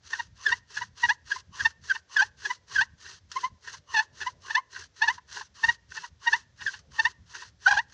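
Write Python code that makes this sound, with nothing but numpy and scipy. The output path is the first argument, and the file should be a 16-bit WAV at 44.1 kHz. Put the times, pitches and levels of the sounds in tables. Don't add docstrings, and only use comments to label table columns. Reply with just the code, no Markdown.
import sys
import numpy as np
from scipy import signal
from scipy.fft import rfft, irfft, next_fast_len
from scipy.io import wavfile
from scipy.ndimage import uniform_filter1d

SR = 44100
rng = np.random.default_rng(int(sys.argv[2]) if len(sys.argv) > 2 else 0)


def write(x):
    x = np.atleast_2d(x).T
    wavfile.write(sys.argv[1], SR, np.round(np.clip(x, -1, 1) * 32767).astype(np.int16))


N = 350065
TIME_S = np.arange(N) / SR

# frequency in Hz, width in Hz, relative level in dB.
WOOD_MODES = [(398, 71, -6.5), (1001, 106, -2), (1604, 230, 1), (1826, 93, 3.5), (2680, 87, -4.5),
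              (4110, 170, -4), (5990, 820, -7)]
# frequency in Hz, gain in dB.
HISS_SPECTRUM = [(300, -25.5), (750, -17.5), (1250, -4.5), (1800, -2.5), (2350, -16), (2800, -4),
                 (3700, -7), (4380, -1.5), (5200, -4), (6200, -2), (7000, -11), (7900, -22), (9600, -29.5),
                 (10600, -52)]


def rasp(speed, pressure, grind_db=-2.0, hiss_flutter_db=2.5, grind_flutter_db=2.0, wander_db=4.0):
    wobble = rms_one(drift(45) + drift(140))
    hiss = rms_one(colour(grains(per_s=16000, spread_db=-1.16), HISS_SPECTRUM)) * speed ** 1.5
    catches = grains(per_s=1700, spread_db=2.0)
    grind = 0
    for hz, width_hz, db in WOOD_MODES:
        ringing = resonate(catches, [(hz, width_hz, 0)]) * np.sqrt(width_hz)
        grind += from_db(db + wander_db * drift(35)) * ringing
    grind = rms_one(grind) * speed ** 2.09
    hiss *= from_db(hiss_flutter_db * wobble)
    grind *= from_db(grind_db + grind_flutter_db * wobble)
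    return pressure * (hiss + grind)


def bow(fastest_share=0.54):
    # start in seconds, end in seconds, full-speed level in dB.
    strokes = [(0.011, 0.293, -48), (0.343, 0.616, -44.5), (0.667, 0.895, -46.5), (0.942, 1.173, -44),
               (1.237, 1.428, -48), (1.507, 1.737, -44), (1.806, 2.016, -46.5), (2.075, 2.303, -45),
               (2.358, 2.591, -45.5), (2.662, 2.875, -43), (2.964, 3.204, -50), (3.278, 3.504, -47),
               (3.599, 3.806, -48), (3.861, 4.071, -47), (4.115, 4.344, -48), (4.392, 4.62, -48.5),
               (4.683, 4.885, -46), (4.932, 5.201, -47.5), (5.258, 5.486, -45), (5.535, 5.775, -44),
               (5.871, 6.105, -48), (6.185, 6.45, -47), (6.55, 6.815, -47.5), (6.895, 7.14, -44),
               (7.243, 7.517, -50), (7.585, 7.858, -43.5), (7.884, 8.12, -54)]
    start_s, end_s, db = np.transpose(strokes)
    fastest_s = start_s + fastest_share * (end_s - start_s)
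    knots_s = np.maximum.accumulate(np.column_stack([start_s, fastest_s, end_s]).ravel())
    arm_speed = np.sin(np.interp(TIME_S, knots_s, np.tile([0, np.pi / 2, 0], len(strokes))))
    speed = np.abs(uniform_filter1d(np.abs(arm_speed) ** 0.96, size=700))
    pressure = from_db(np.interp(TIME_S, fastest_s, db))
    return speed, pressure


def squeaks(jitter=0.03426, waver=0.03, shimmer_db=7.0, scrape_db=-10.0, chatter_db=-28.0):
    # frequency in Hz, gain in dB.
    overtone_spectrum = [(2300, -5.5), (2860, 14), (3080, 3), (3300, -2.5), (3750, 7.5), (4050, -4.5),
                         (4370, 8), (4750, -4), (5400, -3.5), (5950, 1.5), (6900, -18.5), (7700, -22.5),
                         (9500, -39), (11500, -57)]
    scrape_lows = [(600, -27), (1300, -20)]
    (lower, upper, bite), pitch_hz, roughness = stick_slip()
    detune = roughness * (jitter * drift(900) + waver * drift(220))
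    phase = np.pi * np.cumsum(pitch_hz * (1 + detune)) / SR
    strength = np.hypot(lower, upper)
    settled = strength / np.hypot(strength, from_db(chatter_db) * roughness + 1e-9)
    lock = settled * np.clip(2.8 * lower / (upper + 1e-9), 0, 1)
    chatter = grains(per_s=1500, spread_db=3.0)
    low_tone = blend(np.sqrt(2) * np.sin(phase), resonate(chatter, WOOD_MODES[1:2]), lock)
    high_tone = blend(np.sqrt(2) * np.sin(2 * phase), resonate(chatter, WOOD_MODES[2:4]), settled)
    tone = from_db(shimmer_db * roughness * drift(300)) * lower * low_tone
    tone += from_db(shimmer_db * roughness * drift(300)) * upper * high_tone
    overtones, power = 0, 1e-12
    for k in range(3, 13):
        gain = gain_at(overtone_spectrum, k * pitch_hz / 2) * (lock if k % 2 else 1)
        overtones += gain * np.sin(k * phase + rng.uniform(0, 2 * np.pi))
        power += gain ** 2 / 2
    puffs = rng.standard_normal(N) * (1 + np.cos(2 * phase))
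    scrape = rms_one(colour(puffs, scrape_lows + overtone_spectrum))
    edge = blend(overtones / np.sqrt(power), scrape, settled)
    return tone + bite * (edge + from_db(scrape_db) * scrape)


def stick_slip(rise_share=0.43, glide_s=0.019, sag_hz=34.83, handover_db_per_hz=0.0307, bite_db=-10):
    # peak time in seconds, length in seconds, pitch in Hz, glide in Hz/s,
    # upper partial in dB, lower partial in dB.
    bursts = [(.136, .01, 1795, -4000, -23, -35), (.152, .018, 1622, -4000, -37, -50),
              (0.2, .02, 1880, -3000, -30.5, -35), (0.468, .014, 1710, -3000, -16.5, -45.5),
              (.488, .022, 1590, -5000, -23.5, -56.5), (0.526, .017, 1850, 8002, -18.5, -29),
              (.776, .022, 1700, -1000, -30.5, -44), (0.822, .017, 1930, -2000, -32.5, -31.5),
              (1.040, .015, 1900, 2000.5, -17.5, -23.5), (1.053, .013, 1890, 3500, -22.5, -27.5),
              (1.097, .014, 1671, 2001, -17, -32), (1.107, .021, 1820, 10997, -23.5, -27),
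              (1.321, .017, 1630, -1000, -22.5, -48), (1.364, .015, 2040, 5000.5, -44, -39),
              (1.607, .021, 1650, -7000, -26, -47), (1.659, .015, 1800, 1502, -14.5, -26.5),
              (1.903, .011, 1660, -9000, -20.5, -50.5), (1.915, .014, 1550, -6000, -21, -58),
              (1.957, .018, 1780, 4999, -33.5, -42.5), (2.171, .013, 1690, -1500, -16, -38),
              (2.198, 0.038, 1540, 1001.5, -18, -44.5), (2.224, .017, 1700, 6501.5, -22, -28.5),
              (2.458, .016, 1670, -3000, -24.5, -40.5), (2.509, .017, 1980, 2999.5, -29, -28),
              (2.764, .013, 1677, -2000, -20.5, -45), (2.79, .027, 1560, -0.5, -19.5, -54),
              (2.816, .021, 1740, 11997, -19, -31.5), (3.064, .023, 1630, 3002.5, -42.5, -57.5),
              (3.369, .016, 2070, 6003, -36, -23.5), (3.447, .024, 2020, 3998, -34.5, -24.5),
              (3.684, .036, 1670, -3000, -42, -57.5), (3.743, 0.016, 1990, 8005.5, -48.5, -37),
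              (3.95, .02, 1850, -4000, -25.5, -29.5), (3.973, .032, 1720, -5000, -20.5, -28.5),
              (3.994, .028, 1730, 2999, -22, -27.5), (4.22, .027, 1700, -2000, -31.5, -45.5),
              (4.272, .018, 1970, 5002.5, -31.5, -26.5), (4.509, .019, 1740, 8002.5, -29.5, -40),
              (4.556, .014, 1740, 9000, -15.5, -30), (4.574, .026, 1980, 7000, -31.5, -25.5),
              (4.764, .035, 1620, 2000, -41.5, -53.5), (5.024, .012, 1730, 5999, -17, -29.5),
              (5.036, 0.032, 1840, 2001, -25, -28.5), (5.086, .016, 1730, 5997.5, -17, -28.5),
              (5.101, 0.022, 1930, 8999, -30, -29), (5.183, .013, 1940, 3001, -50.5, -42.5),
              (5.37, .02, 1680, 4001, -41.5, -44), (5.416, .013, 1730, 2498, -41.5, -39),
              (5.644, .018, 1790, 1497.5, -18.5, -28.5), (5.693, .018, 1860, 1001, -16.5, -25.5),
              (5.922, .01, 1554, 2501, -42, -55), (5.976, .021, 1750, -3000, -34.5, -43.5),
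              (6.046, .023, 1940, -5000, -43, -38.5), (6.278, .021, 1870, -5.5, -19, -24),
              (6.336, .018, 1740, 12001, -17, -30), (6.345, .026, 1900, 8500, -32, -28.5),
              (6.616, 0.032, 1650, 2500, -38, -49.5), (6.671, 0.016, 1680, -9000, -23, -53),
              (6.681, .018, 1580, -5500, -24.5, -72.5), (6.744, .022, 1710, 1.5, -39.5, -47),
              (6.999, .016, 1788, -1500, -17, -26), (7.057, 0.014, 1812, 8997.5, -16.5, -30),
              (7.067, .018, 1923, 8999.5, -29, -26), (7.355, .032, 1690, -3000, -42, -52),
              (7.43, .021, 1830, -5000, -46, -47), (7.667, 0.012, 1490, -2000, -12, -51.5),
              (7.682, .027, 1590, 4999, -19.5, -24.5), (7.715, 0.014, 1610, -500, -16, -26.5),
              (7.727, .009, 1590, -5000, -18.5, -28), (7.743, .038, 1680, -500, -31, -31.5),
              (7.776, .012, 1580, -3, -19.5, -27), (7.791, 0.02, 1780, 11000.5, -23, -29.5)]
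    # pitch in Hz, overtone gain in dB.
    bite_by_pitch = [(1500, -2), (1620, -1), (1730, 1.5), (1880, 0), (2080, -0.5)]
    # pitch in Hz, roughness 0-1.
    rough_by_pitch = [(1500, .36), (1620, .35), (1750, .24), (1900, .18), (2080, .1)]
    # level in dB, added roughness.
    rough_by_level = [(-43.5, .2), (-28, .1), (-20, 0)]
    powers, weighted, weight = np.zeros((3, N)), np.zeros((2, N)), np.full(N, 1e-18)
    for peak_s, length_s, hz, glide_hz_per_s, upper_db, lower_db in bursts:
        span = slice(max(int((peak_s - 3 * length_s) * SR), 0), int((peak_s + 4 * length_s) * SR))
        age_s = TIME_S[span] - peak_s
        rise_s, fall_s = rise_share * length_s, (1 - rise_share) * length_s
        shape = swell(age_s, rise_s, fall_s)
        bend_hz = glide_hz_per_s * glide_s * np.tanh(age_s / glide_s)
        pitch_hz = hz + bend_hz + sag_hz * (1 - shape)
        upper = from_db(upper_db) * shape
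        lower = from_db(lower_db + handover_db_per_hz * bend_hz) * swell(age_s, rise_s, 1.1 * fall_s)
        drive_db = upper_db + 0.2 * (lower_db - upper_db)
        bite = from_db(bite_db + 0.93 * drive_db) * gain_at(bite_by_pitch, hz) * shape ** 1.65
        bite *= (length_s / 0.017) ** 0.19
        roughness = np.interp(pitch_hz, *np.transpose(rough_by_pitch))
        roughness += np.interp(max(upper_db, lower_db), *np.transpose(rough_by_level))
        power = lower ** 2 + upper ** 2
        powers[:, span] += np.array([lower, upper, bite]) ** 2
        weight[span] += power
        weighted[:, span] += power * np.array([pitch_hz, roughness])
    pitch_hz, roughness = weighted / weight
    return np.sqrt(powers), np.maximum(pitch_hz, 100), roughness


def knocking(squeal, gain_db=-56.5):
    # frequency in Hz, width in Hz, gain in dB.
    board_modes = [(125, 50, 3.5), (211, 70, 9), (371, 22, -2)]
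    force = np.sqrt(np.abs(uniform_filter1d(squeal ** 2, size=600)))
    return from_db(gain_db) * np.sqrt(force) * resonate(grains(per_s=190, spread_db=4.5), board_modes)


def groans(rise_s=0.019, fall_s=0.087):
    # peak time in seconds, level in dB.
    peaks = [(.41, -55), (0.981, -60.5), (1.548, -49.5), (2.121, -51), (2.72, -50.5), (3.902, -49.5),
             (4.46, -49.5), (5.59, -56.5), (6.23, -55), (6.955, -51), (7.62, -73)]
    # frequency in Hz, width in Hz, gain in dB.
    groan_modes = [(1070, 170, 2.5), (1377, 53, -11), (2930, 220, -5), (4200, 290, -22), (6100, 300, -9.5)]
    envelope = sum(from_db(db) * swell(TIME_S - peak_s, rise_s, fall_s) for peak_s, db in peaks)
    return envelope * resonate(rng.standard_normal(N), groan_modes)


def ticks(decay_s=0.0097, gain_db=3.0):
    # start in seconds, relative level in dB.
    snaps = [(3.3161, -29.5), (6.791, -43), (7.8834, -58), (7.898, -51), (7.9227, -52)]
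    envelope = sum(from_db(db) * (TIME_S >= start_s) * np.exp(-np.abs(TIME_S - start_s) / decay_s)
                   for start_s, db in snaps)
    return from_db(gain_db) * colour(envelope * rng.standard_normal(N), HISS_SPECTRUM)


def scatter(x, near_db=-24.0, near_t60_s=0.05, far_db=-39.0, far_t60_s=0.36, dull_hz=2500):
    age_s = TIME_S[:SR]
    near, far = rng.standard_normal((2, SR)) * (age_s > 0.002)
    far = signal.sosfilt(signal.butter(2, dull_hz, fs=SR, output="sos"), far)
    echo = from_db(near_db) * rms_one(near * from_db(-60 * age_s / near_t60_s))
    echo += from_db(far_db) * rms_one(far * from_db(-60 * age_s / far_t60_s))
    return signal.fftconvolve(x, echo / np.sqrt(SR))[:N]


def rumble(floor_db=-65, lumps_db=3.5, rise_s=0.022, fall_s=0.055):
    # peak time in seconds, level in dB.
    bumps = [(0.511, -53.5), (.82, -58), (1.05, -52), (1.25, -59), (1.5, -52.5), (1.62, -48.5), (1.8, -55),
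             (2.191, -61.5), (2.78, -50.5), (3.25, -59), (4.12, -65), (4.35, -58.5), (5.121, -60),
             (5.669, -49.5), (5.9, -58), (6.12, -57), (6.44, -63), (6.62, -55), (6.899, -52.5),
             (7.05, -56.5), (7.739, -49.5)]
    # frequency in Hz, gain in dB.
    spectrum = [(15, -52), (25, -26.5), (59, 2.5), (81, 7), (210, -9.5), (287, -17), (330, -20), (430, -50),
                (730, -120)]
    coarse_s = TIME_S[::100]
    swells = [from_db(db) * swell(coarse_s - peak_s, rise_s, fall_s) for peak_s, db in bumps]
    envelope = np.interp(TIME_S, coarse_s, np.max(swells, axis=0))
    return shaped_noise(spectrum, 0) * np.hypot(from_db(floor_db + lumps_db * drift(15)), envelope)


def air(still_db=-72.0, swish_gain_db=-0.5):
    # time in seconds, level in dB.
    swish_levels = [(0.0, -79), (0.51, -82), (2.56, -74.5), (3.11, -83), (4.35, -68.5), (4.71, -78),
                    (6.61, -81.5), (6.85, -71), (7.19, -81.5), (7.94, -77.5)]
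    # frequency in Hz, gain in dB.
    swish_spectrum = [(150, -30), (330, -6), (430, 0.5), (580, -0.5), (800, -10.5), (2000, -57)]
    still_spectrum = [(150, -41), (250, -5.5), (748, -7.5), (1020, -6.5), (1270, -7), (1810, -4),
                      (2400, -10.5), (2890, -9.5), (3380, -8), (6060, -8), (7500, -17), (9750, -55.5),
                      (16500, -120)]
    swish_db = swish_gain_db + np.interp(TIME_S, *np.transpose(swish_levels))
    return shaped_noise(swish_spectrum, swish_db) + shaped_noise(still_spectrum, still_db)


def grains(per_s, spread_db):
    sizes = from_db(spread_db * np.minimum(rng.exponential(1, N), 5))
    return rms_one((rng.random(N) < per_s / SR) * sizes * rng.standard_normal(N))


def resonate(x, modes):
    ringing = 0
    for hz, width_hz, db in modes:
        edges_hz = np.clip([hz - width_hz / 2, hz + width_hz / 2], 20, 0.45 * SR)
        band = signal.butter(2, edges_hz, "band", fs=SR, output="sos")
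        ringing += from_db(db) * signal.sosfilt(band, x)
    return rms_one(ringing)


def swell(age_s, rise_s, fall_s):
    return from_db(-20 * (np.hypot(1, age_s / np.where(age_s < 0, rise_s, fall_s)) - 1))


def blend(tone, noise, order):
    return order * tone + np.sqrt(1 - order ** 2) * noise


def drift(per_s):
    knots = rng.standard_normal(N // 20)
    return rms_one(np.interp(TIME_S * per_s, np.arange(len(knots)), knots))


def shaped_noise(spectrum, db):
    return from_db(db) * rms_one(colour(rng.standard_normal(N), spectrum))


def colour(x, spectrum):
    size = next_fast_len(N)
    hz = np.maximum(np.arange(size // 2 + 1) * SR / size, 1)
    return irfft(rfft(x, size) * gain_at(spectrum, hz), size)[:N]


def gain_at(spectrum, hz):
    points_hz, db = np.transpose(spectrum)
    return from_db(np.interp(np.log(hz), np.log(points_hz), db))


def from_db(db):
    return 10 ** (np.asarray(db) / 20)


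def rms_one(x):
    return x / np.sqrt(np.mean(x ** 2) + 1e-20)


def scene():
    # frequency in Hz, gain in dB.
    side_spectrum = [(2800, -56), (4200, -19), (6000, -8.5), (8000, 5), (12000, 6.5)]
    squeal = squeaks()
    drill = rasp(*bow()) + squeal + knocking(squeal) + groans() + ticks()
    mid = drill + scatter(drill) + rumble() + air()
    side = colour(scatter(drill), side_spectrum)
    return np.array([mid + side, mid - side])


def record(dry):
    stopband_hz = 15444
    return signal.sosfilt(signal.cheby2(12, 70, stopband_hz, fs=SR, output="sos"), dry)


dry = scene()
out = record(dry)
write(out)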